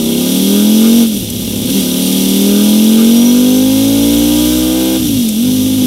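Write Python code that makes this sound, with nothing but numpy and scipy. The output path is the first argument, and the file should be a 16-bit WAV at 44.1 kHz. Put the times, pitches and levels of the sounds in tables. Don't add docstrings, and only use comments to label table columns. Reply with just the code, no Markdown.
import sys
import numpy as np
from scipy import signal
from scipy.fft import rfft, irfft, next_fast_len
from scipy.io import wavfile
from scipy.ndimage import uniform_filter1d, map_coordinates

SR = 44100
rng = np.random.default_rng(int(sys.argv[2]) if len(sys.argv) > 2 else 0)


def put_to_file(sound):
    columns = np.atleast_2d(sound).T
    safe = np.clip(columns, -1, 1)
    whole_steps = np.round(safe * 32767)
    wavfile.write(sys.argv[1], SR, whole_steps.astype(np.int16))


N = 258426

# (time [s], cycle rate [Hz])
CYCLE_RATE = [(0.0, 32.4), (0.15, 34.1), (0.31, 37.12), (0.88, 45.53), (0.99, 46.94), (1.08, 44.26),
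              (1.17, 39.5), (1.27, 33.07), (1.32, 33.5), (1.4, 36.02), (1.55, 35.04), (1.65, 35.3),
              (1.76, 39.27), (1.78, 39.65), (1.84, 35.7), (2.04, 37.76), (2.28, 38.52), (3.02, 45.26),
              (3.82, 54.18), (4.32, 59.53), (4.8, 64.16), (4.96, 64.76), (5.03, 62.37), (5.12, 55.34),
              (5.24, 45.24), (5.26, 44.27), (5.32, 42.4), (5.34, 41.84), (5.45, 50.34), (5.47, 50.5),
              (5.75, 52.54), (5.86, 49.75)]
# (time [s], opening [0-1])
THROTTLE = [(0, 0.96), (.3, 0.99), (1.02, 0.99), (1.08, 0.13), (1.15, 0.15), (1.25, 0), (1.58, 0.42),
            (1.77, 0.85), (1.9, 0.78), (2.4, 1), (4.96, 0.96), (4.99, 0.43), (5.18, 0.18), (5.34, 0),
            (5.47, 0.42), (5.76, 0.33), (5.86, 0.65)]
FIRING_ANGLES = [0, 90, 290, 380]
# (delay [ms], strength [dB], change at full starvation [dB])
HEADERS = [(0.24, 4.6, 3), (1.61, 3.2, 4), (0.081, 3.65, 3), (1.965, 2.9, 8)]
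# (start [s], end [s], strength scatter [share of mean], starvation [0-1], throb [dB], thump [dB])
RAGGED_SPELLS = [(1.147, 1.746, 0.44, 0.1, -36, -28.5), (4.976, 5.2, 0.22, .15, -34, -23),
                 (5.44, 5.9, 0.13, 0.08, -59, -26)]

# (frequency [Hz], gain [dB])
PIPE_SPECTRUM = [(25, -30.5), (80, -36.5), (135, -28), (178, -15.5), (203, -3), (230, 2), (300, -1),
                 (350, -5.5), (450, -10), (600, -16), (1000, -32), (1300, -41), (1800, -47), (2400, -32),
                 (4000, -62)]
JET_SPECTRUM = [(200, -49), (600, -18), (1000, 4), (1300, 7), (1600, -7), (1900, -11), (3000, 2),
                (6000, -46)]
RUSH_SPECTRUM = [(1060, -59), (1800, -18), (1970, -18.5), (2160, -13), (2500, -11.5), (2780, -3),
                 (3340, -0.5), (3660, -0.5), (4470, -5.5), (5870, -5), (6910, -8), (11600, -7.5),
                 (12900, -8.5), (14200, -8), (15800, -15.5)]
TYRE_SPECTRUM = [(20, -21), (40, -3.5), (65, -1), (90, -12), (160, -5), (250, -0.5), (520, -3), (750, -13),
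                 (1200, -29.5), (1900, -26), (3000, -64)]
# (frequency [Hz], width [Hz], gain [dB])
PIPE_MODES = [(59.5, 13, 26), (107.9, 34.5, 23.5), (148.6, 6.4, 10), (374.4, 7.5, -17), (410.4, 22.3, 11),
              (421.5, 19.3, -13.5), (478, 7.2, -14), (533.7, 86, 6.5), (586.5, 39, -13), (606, 34, 7),
              (676, 19, -20), (734, 13.6, -45), (751, 54, 7.5), (838, 29, 5.5), (913, 14.4, -17),
              (964.5, 53, 11), (1134, 41, -4), (1226, 48, 8.5), (2174, 89, 9)]
JET_MODES = [(1102, 73, -13), (1200, 40, 10.5), (1437, 39, 10.5), (1534.4, 39, 13), (1610, 58, 15.5)]
CASING_MODES = [(2844, 20, 1), (3303, 41, 7.5), (3570, 240, 2.5), (4294, 69, 9.5), (4390, 370, -6.5),
                (5730, 28, 7.5), (5824, 56, 7.5), (6000, 28, 7.5), (6660, 46, -2), (9100, 200, 3),
                (11470, 1100, 3.5)]
WHINE_MODES = [(4680, 250, 6), (5770, 250, 18), (6170, 200, 11), (7550, 900, 2), (9150, 330, 14)]
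# (cycle rate [Hz], width [Hz], gain [dB])
THROB_SWELLS = [(31.9, 4, 11), (57.7, 5.06, 15.5), (62.36, 5.8, 17.5)]
THUMP_SWELLS = [(34, 3.7, 7.2), (54.32, 7.4, 17), (60.5, 8.04, 12)]
BOOM_SWELLS = [(36.7, 2, -1.2), (45.97, 17.5, 10), (58.9, 9.1, 3.5)]
BARK_SWELLS = [(33.9, 3.6, 5.6), (40.5, 2.5, 7.5), (45.34, 2.2, 5.9), (50.9, 4.8, 5.8), (57, 6.2, 4.6),
               (64.5, 3.7, 6.2)]
RASP_SWELLS = [(36.5, 1.4, 6.8), (41.2, 2, 9.15), (45.15, 1.2, 10.5), (49.3, 2.6, 6.3), (62.4, 14.4, 9.3)]
TREBLE_SWELLS = [(33, 3, -1), (39.06, 7.8, 4), (46.7, 4.5, 1.54), (59.3, 8.5, 3)]
# (time [s], relative level [dB])
DRIVE_SNAPS = [(1.1674, -20.5), (1.1942, -27), (1.2512, -31), (1.3013, -9.5), (1.7007, -11), (5.0544, -14),
               (5.2883, -8.5)]

MID_SPEED_HZ, BAND_LIMIT_HZ = 50, 15800
CLEAN_SCATTER, SPELL_FADE_S = .015, 0.077
TEETH_PER_CYCLE = 121
WHINE_DB, WHINE_OCTAVE_DB = -44, -45


def exhaust(train, soft_hz):
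    ragged_throb, ragged_thump = ragged_burning()[2:]
    throb = layer_gain(-46, THROB_SWELLS, shut_db=7, shut_db_per_octave=-4, shut_swell=.3)
    thump = layer_gain(-45, THUMP_SWELLS, shut_db=0, shut_db_per_octave=-8, shut_swell=0.58)
    boom = layer_gain(-16.5, BOOM_SWELLS, shut_db=-4.5, shut_db_per_octave=8)
    bark = layer_gain(-27, BARK_SWELLS, shut_db=-8.5, shut_db_per_octave=-4, shut_swell=.12)
    hard = 0.057 + hardness(power=3.8)
    pressure = hard * train + (1 - hard) * lowpass(train, soft_hz, order=2)
    pressure = pressure - lowpass(pressure, edge_hz=18, order=2)
    pipe = resonate(pressure, PIPE_SPECTRUM, PIPE_MODES)
    lowest, deep, body = [lowpass(pipe, edge_hz) for edge_hz in (95.5, 154, 347.4)]
    bass = np.hypot(throb, ragged_throb) * steady(lowest, size=5001)
    bass += np.hypot(thump, ragged_thump) * steady(deep - lowest, size=5001)
    return bass + boom * steady(body - deep) + bark * steady(pipe - body)


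def firings(cycles, jitter_s_per_scatter):
    delay_ms, strength_db, starved_db = np.transpose(HEADERS)
    samples = np.arange(N)
    firing_cycles = np.arange(int(cycles[-1]) + 1)[:, None] + np.array(FIRING_ANGLES) / 720
    arrivals = np.interp(firing_cycles, cycles, samples, right=2 * N) + delay_ms * SR / 1000
    scatter, starvation = [np.interp(arrivals, samples, curve) for curve in ragged_burning()[:2]]
    scatter += CLEAN_SCATTER
    chance = rng.standard_normal((*arrivals.shape, 2))
    sizes = amp(strength_db + starvation * starved_db) * np.abs(1 + scatter * chance[..., 0])
    arrivals += SR * jitter_s_per_scatter * scatter * chance[..., 1]
    return impulses(arrivals.ravel(), sizes.ravel())


def ragged_burning():
    t = np.arange(N) / SR
    total = np.zeros((4, N))
    for start, end, scatter, starved, throb_db, thump_db in RAGGED_SPELLS:
        gate = np.clip(np.minimum(t - start, end - t) / SPELL_FADE_S + .5, 0, 1)
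        total += np.outer([scatter, starved, amp(throb_db), amp(thump_db)], gate)
    return total


def hardness(power):
    speed = timeline(CYCLE_RATE)
    return timeline(THROTTLE) * (speed / speed.max()) ** power


def layer_gain(base_db, swells, shut_db, shut_db_per_octave, shut_swell=1):
    speed, shut = timeline(CYCLE_RATE), 1 - timeline(THROTTLE)
    swell_db = resonance_db(swells, speed) * (1 - shut * (1 - shut_swell))
    shift_db = shut_db + shut_db_per_octave * np.log2(speed / MID_SPEED_HZ)
    return amp(base_db + swell_db + shut * shift_db)


def gas_flow(train, decay_s):
    flow = np.abs(decay(train, decay_s))
    return flow / flow.mean()


def outlet_rasp(train, edge):
    eddies = unit(gas_flow(train, decay_s=0.0048) * rng.standard_normal(N))
    fronts = edge * hardness(power=4.2) * unit(train)
    jet = resonate(eddies + fronts - lowpass(fronts, edge_hz=1020), JET_SPECTRUM, JET_MODES)
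    return layer_gain(-43.5, RASP_SWELLS, shut_db=-6, shut_db_per_octave=5, shut_swell=.3) * steady(jet)


def gas_hiss(train, pulsing, flutter_db):
    beat = 1 + pulsing * (gas_flow(train, decay_s=0.00217) - 1)
    noise = casing_noise(beat * amp(flutter_db * wobble(70)), grit_db=1.0)
    gain = layer_gain(-24.5, TREBLE_SWELLS, shut_db=-2.5, shut_db_per_octave=2, shut_swell=0.74)
    return gain * steady(noise - lowpass(noise, edge_hz=7500))


def valve_rattle(cycles, swing_db, chatter_db):
    swing = np.cos(2 * np.pi * cycles) + np.cos(4 * np.pi * cycles)
    noise = casing_noise(amp(swing_db * swing + chatter_db * wobble(160)), grit_db=0.77)
    gain = layer_gain(-24, TREBLE_SWELLS, shut_db=-2, shut_db_per_octave=2, shut_swell=0.26)
    return gain * steady(lowpass(noise, edge_hz=8100))


def casing_noise(envelope, grit_db):
    noise = envelope * amp(grit_db * wobble(900)) * rng.standard_normal(N)
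    return resonate(noise, RUSH_SPECTRUM, CASING_MODES)


def gear_whine(cycles, waver_rad, slack_db):
    phase = 2 * np.pi * TEETH_PER_CYCLE * cycles + waver_rad * wobble(150)
    mesh_hz = TEETH_PER_CYCLE * timeline(CYCLE_RATE)
    tone = amp(WHINE_DB + resonance_db(WHINE_MODES, mesh_hz)) * unit(np.sin(phase))
    octave = amp(WHINE_OCTAVE_DB + resonance_db(WHINE_MODES, 2 * mesh_hz)) * unit(np.sin(2 * phase))
    load_db = slack_db * (1 - timeline(THROTTLE)) ** 2
    return (tone + octave) * amp(load_db + 3.4 * wobble(60))


def drive_snaps(gain_db, decay_s):
    times, levels_db = np.transpose(DRIVE_SNAPS)
    envelope = decay(impulses(times * SR, amp(levels_db + gain_db)), decay_s)
    crack = lowpass(envelope * rng.standard_normal(N), edge_hz=12500, order=4)
    return crack - lowpass(crack, edge_hz=5500, order=1)


def tyre_rumble(level_db):
    return amp(level_db) * unit(resonate(rng.standard_normal(N), TYRE_SPECTRUM))


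def resonate(x, spectrum, modes=()):
    size = 2 * next_fast_len(N // 2 + SR // 2)
    hz = np.fft.rfftfreq(size, 1 / SR)
    knots_hz, knots_db = np.transpose(spectrum)
    gain_db = np.interp(np.log(hz + 1), np.log(knots_hz + 1), knots_db) + resonance_db(modes, hz)
    cepstrum = irfft(np.log(amp(gain_db)), size)
    cepstrum[1:size // 2] *= 2
    cepstrum[size // 2 + 1:] = 0
    return irfft(rfft(x, size) * np.exp(rfft(cepstrum)), size)[:N]


def resonance_db(modes, hz):
    return sum(db / (1 + (2 * (hz - centre) / width) ** 2) for centre, width, db in modes)


def lowpass(x, edge_hz, order=8):
    size = next_fast_len(N + SR // 2)
    hz = np.fft.rfftfreq(size, 1 / SR)
    return irfft(rfft(x, size) / (1 + (hz / edge_hz) ** (2 * order)), size)[..., :N]


def impulses(positions, sizes):
    taps = np.floor(positions)[:, None] + np.arange(-7, 9)
    offset = taps - positions[:, None]
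    shape = np.sinc(offset) * np.cos(np.pi * offset / 16) ** 2
    inside = (taps >= 0) & (taps < N)
    return np.bincount(taps[inside].astype(int), (sizes[:, None] * shape)[inside], N)


def decay(x, decay_s):
    return signal.lfilter([1], [1, -np.exp(-1 / (decay_s * SR))], x)


def wobble(rate_hz):
    knots = rng.standard_normal(int(N * rate_hz / SR) + 4)
    return map_coordinates(knots, [np.arange(N) * rate_hz / SR])


def timeline(rows):
    return np.interp(np.arange(N) / SR, *np.transpose(rows))


def steady(x, size=3001):
    power = uniform_filter1d(uniform_filter1d(x ** 2, size), size)
    return x / np.sqrt(np.abs(power) + 1e-20)


def unit(x):
    return x / np.sqrt(np.mean(x ** 2) + 1e-20)


def amp(db):
    return 10 ** (np.asarray(db) / 20)


def scene():
    cycles = np.cumsum(timeline(CYCLE_RATE)) / SR
    train = firings(cycles, jitter_s_per_scatter=0.0011)
    gas = exhaust(train, soft_hz=157) + outlet_rasp(train, edge=1.5)
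    treble = gas_hiss(train, pulsing=0.082, flutter_db=.5)
    treble += valve_rattle(cycles, swing_db=0.81, chatter_db=0.6)
    drive = gear_whine(cycles, waver_rad=0.92, slack_db=-24) + drive_snaps(gain_db=2.5, decay_s=0.0052)
    treble *= amp(.4 * wobble(9))
    bike = gas + treble + drive + tyre_rumble(level_db=-32.5)
    return np.array([bike, bike])


def record(dry):
    clipped = dry / (1 + np.abs(dry) ** 12) ** (1 / 12)
    return lowpass(clipped, BAND_LIMIT_HZ, order=200)


dry = scene()
out = record(dry)
put_to_file(out)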